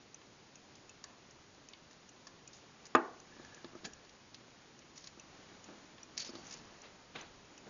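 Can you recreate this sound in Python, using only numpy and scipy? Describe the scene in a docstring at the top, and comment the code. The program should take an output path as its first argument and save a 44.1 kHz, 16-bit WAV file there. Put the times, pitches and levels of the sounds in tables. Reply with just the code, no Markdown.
"""Faint uneven escapement ticks over steady microphone hiss, then clicks, a hard knock and soft rubbing:
a brass pocket watch is turned over by hand, set down on a wooden table and let go in a quiet room.
Ticks, clicks and knocks are struck banks of damped modes; bow and chain are small impulses into resonators.
Scuffs, a dull thud, rubbing, shuffle, table sway and hiss are shaped noise; noise tails add the after-ring."""
import sys
import numpy as np
from scipy import signal
from scipy.fft import rfft, irfft
from scipy.io import wavfile

SR = 44100
rng = np.random.default_rng(int(sys.argv[2]) if len(sys.argv) > 2 else 0)


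def store_wav(level_fs):
    """Save 16-bit WAV to argv[1]."""
    pcm = np.round(np.clip(np.atleast_2d(level_fs), -1, 1) * 32767)
    wavfile.write(sys.argv[1], SR, pcm.T.astype(np.int16))


N = 339129
CUTOFF_HZ = 7010


def from_db(db):
    """Decibels to gain."""
    return 10 ** (np.asarray(db) / 20)


def rms_one(x):
    """Scale to rms 1."""
    return x / np.sqrt(np.mean(x ** 2) + 1e-20)


def in_time(rows):
    """Interpolate curve columns at every sample; -120 outside their span."""
    t_s, *columns = np.transpose(rows)
    return [np.interp(np.arange(N) / SR, t_s, c, left=-120, right=-120) for c in columns]


def coloured(spectrum):
    """White noise shaped to a spectrum of (f/Hz, level/dB); rms 1."""
    f_hz, level_db = np.transpose(spectrum)
    bins_hz = np.fft.rfftfreq(N, 1 / SR) + 1   # offset avoids log 0
    shape_db = np.interp(np.log(bins_hz), np.log(f_hz), level_db)
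    return rms_one(irfft(rfft(rng.standard_normal(N)) * from_db(shape_db), N))


def drift(rate_hz):
    """Slow random fluctuation, rms 1: noise through two equal poles."""
    knots_per_s = 100
    knots = rng.standard_normal(int(N / SR * knots_per_s) + 200)
    r = np.exp(-2 * np.pi * rate_hz / knots_per_s)
    slow = signal.lfilter([1], [1, -2 * r, r * r], knots)[190:]   # drop the filter's start-up
    return np.interp(np.arange(N) / SR * knots_per_s, np.arange(len(slow)), rms_one(slow))


def ring(impulses, f_hz, t60_s):
    """Two-pole resonator: a unit impulse starts a damped sine of height 1."""
    r, w = from_db(-60 / (t60_s * SR)), 2 * np.pi * f_hz / SR
    return signal.lfilter([0, np.sin(w)], [1, -2 * r * np.cos(w), r * r], impulses + 1e-18)


def train(times_s, gains):
    """Impulses of given gains at given times."""
    out = np.zeros(N)
    np.add.at(out, np.minimum((np.asarray(times_s) * SR).astype(int), N - 1), gains)
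    return out


def strike(out, start_s, f_hz, gains, t60_s, rise_s):
    """Add damped sines set off by one contact that lasts about rise_s."""
    t = np.arange(round(SR * np.max(t60_s)))[:, None] / SR
    modes = np.sin(2 * np.pi * f_hz * t) * from_db(-60 * t / t60_s)
    sound = modes @ gains * (1 - np.exp(-t[:, 0] / rise_s))
    return out + np.pad(sound, (round(start_s * SR), N))[:N]


# escapement beats, uneven while the watch is tilted: t/s, relative level/dB
BEATS = [(0.1434, -41.5), (0.5548, -43), (0.893, -42.5), (1.3076, -47.5), (1.6861, -42), (2.09, -43.5),
         (2.4746, -42.5), (2.8651, -43.5), (3.2001, -49.5), (3.5444, -43.5), (3.933, -44), (4.7896, -45.5),
         (5.196, -42.5), (5.6405, -44), (6.0304, -43.5), (6.4664, -46), (6.8174, -46), (7.2105, -41),
         (7.5767, -44.5)]
# plates of the movement: f/Hz, relative level/dB, relative t60/s
PLATE_MODES = [(2540, -17.5, 0.044), (2870, -12.5, 0.014), (3600, -21.5, .01), (4120, -14, 0.0088),
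               (4670, -15.5, .012), (5300, -7, 0.013), (5700, -7, 0.016), (5950, -4, 0.019),
               (6300, 2, 0.019), (6500, -3.5, 0.011), (6990, -8, 0.023)]
TICK_TILT_DB_PER_OCT, TICK_TILT_SPREAD_DB_PER_OCT = 0.5, 1   # brightness, spread from beat to beat


def escapement():
    """Each beat is unlocking, impulse and drop within a few ms, rung through the plates."""
    out = np.zeros(N)
    steps = [(0, -10), (.0007, 0), (.0021, -17.5)]   # delay/s, level/dB
    f_hz, level_db, t60_s = np.transpose(PLATE_MODES)
    chance = rng.normal(0, 1, (len(BEATS), 3, len(f_hz)))
    for (start_s, beat_db), (pitch, strength, tilt) in zip(BEATS, chance):
        tilt_db = TICK_TILT_DB_PER_OCT + TICK_TILT_SPREAD_DB_PER_OCT * tilt[0]
        gains = from_db(.7 * level_db + tilt_db * np.log2(f_hz / 6000) + 2.5 * strength)
        gains = gains * from_db(beat_db + 4.0) / np.linalg.norm(gains)
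        held_hz = f_hz * (1 + .03 * pitch)   # the grip detunes the plates a little
        for delay_s, step_db in steps:
            out = strike(out, start_s + delay_s, held_hz, gains * from_db(step_db), 0.87 * t60_s, .0004)
    return out


# chain links and bow on the case: t/s, relative level/dB, f_centre/Hz, low case mode level/dB, t60/s
LINK_CLICKS = [(0.215, -52, 2970, -2, .03), (0.7532, -43, 6500, -25, 0.022),
               (1.04, -31.5, 5600, -12.5, .02), (1.5462, -55, 5000, -13, .03),
               (1.734, -33.5, 3200, -22, .016), (1.9086, -48.5, 6070, -8, .03), (1.93, -48, 5500, -15, .02),
               (2.269, -39.5, 5760, -5.5, .035), (2.5306, -47.5, 5990, -18, .07),
               (2.8539, -42.5, 5950, -14, .045), (3.448, -45, 6700, -25, .025),
               (3.6444, -38.5, 4000, -8, .024), (3.7504, -51, 6670, -14, .05),
               (4.0486, -51, 4500, -20, .03), (4.093, -45, 4640, -13, .03),
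               (4.344, -38.5, 4500, -25, 0.038), (4.8196, -48, 3000, -9, .02),
               (4.9765, -35.5, 5660, -30, 0.024), (5.0408, -41, 5000, -16, .04),
               (5.0722, -34, 5200, -30, 0.025), (5.487, -52, 3180, -9, .03), (5.8592, -53, 5500, -16, .02),
               (5.9807, -47.5, 3070, -4, .034), (6.1702, -35, 6200, -30, .018),
               (6.1765, -23, 6000, -24, .032), (6.2016, -29.5, 5200, -30, 0.038),
               (6.222, -35, 4700, -30, .045), (6.2467, -37, 5300, -29, 0.043),
               (6.2638, -38, 5350, -25, .03), (6.353, -41, 4500, -11, .04), (6.5083, -36, 6200, -15, .03),
               (6.5244, -38.5, 6200, -14, .04), (6.5392, -37, 6200, -16, .024)]
# brass case: f/Hz, relative level/dB, t60/s
CASE_MODES = [(730, -5.5, 0.02), (1094, 4, .018), (1440, -5, 0.017), (1734, -0.5, 0.026), (4560, -12, 0.12)]
LINK_BREADTH_OCT = 0.78


def clicks(count=36):
    """Every link has many short modes of its own, bunched round a centre; the case rings along."""
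    out = np.zeros(N)
    chance = rng.random((len(LINK_CLICKS), 3, count))
    case_hz, case_db, case_t60_s = np.transpose(CASE_MODES)
    for (start_s, click_db, centre_hz, low_db, t60_s), (place, size, sign) in zip(LINK_CLICKS, chance):
        f_hz = 1600 * 4.5 ** ((np.arange(count) + place) / count)
        shape_db = np.maximum(-12 * (np.log2(f_hz / centre_hz) / LINK_BREADTH_OCT) ** 2, -15)
        gains = from_db(shape_db + 5.0 * size) * np.sign(sign - .5)
        gains = gains * from_db(click_db - 3.0) / np.linalg.norm(gains)
        out = strike(out, start_s, f_hz, gains, np.full(count, t60_s), .0004)
        body_db = np.where(case_hz < 2100, low_db, -18)   # duller touches sound more of the low modes
        case_gains = from_db(click_db + case_db + body_db)
        out = strike(out, start_s, case_hz, case_gains, case_t60_s, 0.0019)
    return out


# the chain slides off the fingers in spurts: t_start/s, t_end/s, relative level/dB, f_centre/Hz
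CHAIN_SPURTS = [(4.97, 5.072, -53, 5830), (6.196, 6.213, -34, 5500), (6.25, 6.29, -41.5, 5700),
                (6.328, 6.38, -52, 5000), (6.455, 6.5, -49, 6300), (6.51, 6.54, -42, 6300),
                (6.56, 6.59, -53, 5500)]
CHAIN_SWELL_DB_PER_S, CHAIN_FALL_DB_PER_S = 1000, 649
CONTACTS_PER_S, CHAIN_T60_S = 2400, 0.014


def chain(count=26):
    """Showers of tiny link contacts ring briefly at many pitches; each spurt swells, holds and falls away."""
    t = np.arange(N) / SR
    spurts = []
    for start_s, end_s, level_db, _ in CHAIN_SPURTS:
        before_db = CHAIN_SWELL_DB_PER_S * (start_s - t)
        after_db = CHAIN_FALL_DB_PER_S * (t - end_s)
        spurts.append(level_db - np.maximum(np.maximum(before_db, after_db), 0))
    spurts = np.array(spurts)
    jingle_db = spurts.max(axis=0)
    centre_hz = np.array(CHAIN_SPURTS)[spurts.argmax(axis=0), -1]

    contacts = rng.random(N) < CONTACTS_PER_S / SR
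    size_db = 2.8 * np.minimum(rng.exponential(1, N), 4)
    impulses = contacts * from_db(size_db) * rng.choice([-1, 1], N)
    dealt = rng.integers(0, count, N)   # the resonator each contact excites
    out = np.zeros(N)
    for k, f_hz in enumerate(np.geomspace(2200, 7100, count)):
        shape_db = np.maximum(-50 * np.log2(f_hz / centre_hz) ** 2, -13)
        out += ring(impulses * (dealt == k) * from_db(jingle_db + shape_db - 9), f_hz, CHAIN_T60_S)

    f_hz, level_db, t60_s = CASE_MODES[-1]   # highest case mode rings along
    case_db = jingle_db + level_db - 15 - 70 * np.log2(f_hz / centre_hz) ** 2
    return out + ring(impulses * from_db(case_db), f_hz, t60_s)


# the bow creaks in its socket: t/s, relative level/dB
BOW_SLIPS = [(3.3248, -56), (3.3483, -62), (3.3664, -58), (3.393, -59), (3.4485, -52.5), (3.5253, -56),
             (3.5788, -56), (3.8495, -47), (3.8616, -58)]
BOW_HZ, BOW_T60_S = 1720, .075


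def bow():
    """Small slips of the bow sound one pair of close modes."""
    t_s, level_db = np.transpose(BOW_SLIPS)
    slips = train(t_s, from_db(level_db - 2))
    return ring(slips, BOW_HZ, BOW_T60_S) + ring(slips, BOW_HZ * .96, BOW_T60_S)


# dense after-ring of table and room: f/Hz, relative level/dB, t60/s
AFTER_RING_BANDS = [(250, -27, 0.52), (420, -24.5, 0.5), (640, -22.5, 0.49), (1080, -19, 0.47),
                    (1490, -18.5, 0.32), (2370, -16, 0.13), (3750, -25.5, 0.13), (5500, -31, 0.23)]


def after_ring(x):
    """Many small modes and near echoes: noise that dies at its own rate in each band."""
    t = np.arange(SR // 2) / SR
    tail = np.zeros(len(t))
    for f_hz, level_db, t60_s in AFTER_RING_BANDS:
        band_filter = signal.butter(2, [f_hz / 1.27, f_hz * 1.27], "band", fs=SR, output="sos")
        band = signal.sosfilt(band_filter, rng.standard_normal(len(t)))
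        tail += rms_one(band) * from_db(level_db - 60 * t / t60_s)
    return signal.fftconvolve(x, tail * np.minimum(t / 0.0017, 1))[:N]


# case and knuckles on the table top: t/s, relative level/dB, f_contact/Hz (cut-off, higher is harder)
TABLE_KNOCKS = [(2.9499, -13, 2000), (2.9526, -10.5, 2270), (3.366, -39.5, 250), (3.397, -34.5, 250),
                (3.524, -39.5, 250), (3.572, -38, 250), (3.644, -30, 300), (3.733, -36, 250),
                (3.752, -31.5, 300), (3.834, -37, 250), (5.174, -37.5, 250), (5.687, -40, 500),
                (5.722, -43, 300), (5.776, -41, 250), (5.84, -42.5, 200), (6.292, -33, 250),
                (6.335, -32.5, 250), (6.353, -31.5, 300), (6.386, -36, 250)]
# table top: f/Hz, relative level/dB, t60/s undamped
TABLE_MODES = [(118.3, -14.5, 0.1), (215, -20, 0.05), (257.4, -9.5, 0.094), (341.2, -11, 0.19),
               (440, -3.5, 0.037), (640, -16.5, .2), (878, -15.5, 0.31), (1060, -4.5, 0.038),
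               (1212, -4, 0.077), (1262, 3.5, 0.06), (1485, -5, 0.035), (1630, -5.5, 0.096),
               (2490, -8, 0.037), (2890, -8, .015), (3430, -2, 0.012), (4100, -19, .015),
               (5170, -9.5, 0.021), (6740, 2.5, 0.013)]
# share of the free ring time: harder blows shake off the hand's damping
FREE_AT_LIGHT, FREE_PER_DB, LIGHT_DB = 0.19, .025, -39.5


def table():
    """A soft contact is a low-passed push; board and after-ring sound less under a resting hand."""
    out, push = np.zeros(N), np.zeros(N)
    strengths_db = rng.normal(0, 1.67, (len(TABLE_KNOCKS), len(TABLE_MODES)))
    f_hz, level_db, t60_s = np.transpose(TABLE_MODES)
    for (start_s, knock_db, contact_hz), strength_db in zip(TABLE_KNOCKS, strengths_db):
        free = np.clip(FREE_AT_LIGHT + FREE_PER_DB * (knock_db - LIGHT_DB), .05, 1)
        reached = from_db(level_db) / (1 + (f_hz / contact_hz) ** 2)
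        force = from_db(knock_db) / np.linalg.norm(reached)
        polarity = np.sign(f_hz - 550)   # low modes swing against the high ones
        gains = force * reached * from_db(strength_db) * polarity
        out = strike(out, start_s, f_hz, gains, t60_s * free, 0.46 / contact_hz)
        r, n = np.exp(-2 * np.pi * contact_hz / SR), np.arange(800)
        pulse = (1 - r) ** 2 * (n + 1) * r ** n   # two equal low-pass poles
        push[round(start_s * SR) + n] += free ** 2.8 * force * pulse
    no_deep_bass = signal.butter(4, 170, "high", fs=SR, output="sos")   # the board radiates none
    return signal.sosfilt(no_deep_bass, out + after_ring(push))


# short scuffs of skin or cloth, and one dull low thud at 3.842 s:
# t/s, t60/s, relative level/dB, tilt/(dB/oct)
SCUFF_EVENTS = [(2.53, 0.33, -57.5, 6), (3.841, .06, -40.5, 1.5), (3.842, .2, -47.5, -8.5),
                (4.95, 0.42, -58, 7), (5.675, 0.55, -53, -5.5), (6.825, 0.3, -54, -1.5),
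                (7.144, 0.42, -45, -2), (7.655, 0.33, -53, -5)]
SCUFF_RISE_S, SCUFF_TOP_HZ, TILT_DB_PER_TOP_OCT = .013, 6000, 3   # duller rows also end lower


def scuffs():
    """Scuffs and one dull thud: lumpy noise that swells quickly and dies away."""
    out, t = np.zeros(N), np.arange(N) / SR
    for start_s, t60_s, level_db, tilt_db in SCUFF_EVENTS:
        top_hz = min(SCUFF_TOP_HZ * 2 ** (tilt_db / TILT_DB_PER_TOP_OCT), CUTOFF_HZ)
        slope = [(f_hz, tilt_db * np.log2(f_hz / 1000)) for f_hz in (200, top_hz)]
        noise = coloured([(60, -29)] + slope + [(1.4 * top_hz, slope[1][1] - 12.0)])
        age_s = np.maximum(t - start_s, 0)
        decay_db = level_db - 60 * np.maximum(age_s - SCUFF_RISE_S, 0) / t60_s
        out += noise * np.minimum(age_s / SCUFF_RISE_S, 1) * from_db(decay_db)
    return out * from_db(1.3 * drift(40))


# how busy the hands are: t/s, relative level/dB
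HAND_ACTIVITY = [(0, -63.5), (.9, -61.5), (1.9, -63), (2.9, -60.5), (3.2, -61.5), (3.4, -57), (3.9, -60),
                 (4.1, -61.5), (5.1, -61.5), (5.4, -57), (5.7, -58), (6.1, -59.5), (6.45, -54),
                 (6.75, -57.5), (7.05, -60), (7.69, -59)]
# skin on wood: f/Hz, relative level/dB
SHUFFLE_SPECTRUM = [(40, -17), (120, -6), (250, -3), (450, -7.5), (900, -8.5), (2000, -13), (7000, -21.5)]
# skin on brass: f/Hz, relative level/dB
RUB_SPECTRUM = [(40, -35.5), (300, -3), (900, -1.5), (2000, -10.5), (4000, -8), (7000, -3.5)]
# table sway: f/Hz, relative level/dB
RUMBLE_SPECTRUM = [(15, -5), (35, 0), (70, -2), (120, -14), (300, -48)]
# the table sways when weight shifts: t_peak/s, level/dB
TABLE_SWAYS = [(3.45, -74), (3.87, -73), (6.65, -72), (7.3, -68.5)]
SWAY_REST_DB, SWAY_DB_PER_S = -87, 50
RUB_DB, RUB_DB_PER_ACTIVITY_DB, CALM_DB = -68, 2.2, -60   # rub level where activity is at CALM_DB


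def hands():
    """Skin shuffles low and lumpy on the wood, rubs brighter on the brass, and the table sways."""
    t = np.arange(N) / SR
    activity_db, = in_time(HAND_ACTIVITY)
    shuffle = coloured(SHUFFLE_SPECTRUM) * from_db(activity_db - 1.5 + 1.1 * drift(40))
    rub_db = RUB_DB + RUB_DB_PER_ACTIVITY_DB * (activity_db - CALM_DB)
    rub = coloured(RUB_SPECTRUM) * from_db(rub_db + 1.9 * drift(30))
    sways_db = [np.maximum(peak_db - SWAY_DB_PER_S * abs(t - peak_s), SWAY_REST_DB)
                for peak_s, peak_db in TABLE_SWAYS]
    sway = coloured(RUMBLE_SPECTRUM) * from_db(np.max(sways_db, axis=0))
    return shuffle + rub + sway


# microphone hiss: f/Hz, relative level/dB
HISS_SPECTRUM = [(12, -47.5), (20, -11.5), (126, 1), (370, -0.5), (618, -6), (699, -6.5), (1770, -11),
                 (2210, -11.5), (6190, -11.5), (7000, -12.5), (9100, -47), (15400, -120)]
HISS_DB = -62.5


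def hiss():
    """Steady microphone noise with a fixed spectrum."""
    return from_db(HISS_DB) * coloured(HISS_SPECTRUM)


def scene():
    """Watch, table and hands close to one microphone."""
    metal = escapement() + clicks() + chain() + bow()
    near = metal + from_db(-28) * after_ring(metal) + table() + scuffs() + hands()
    return (near + hiss())[None]


def record(dry):
    """A steep elliptic low-pass cuts the top."""
    return signal.sosfilt(signal.ellip(12, .3, 70, CUTOFF_HZ, fs=SR, output="sos"), dry)


dry = scene()
out = record(dry)
store_wav(out)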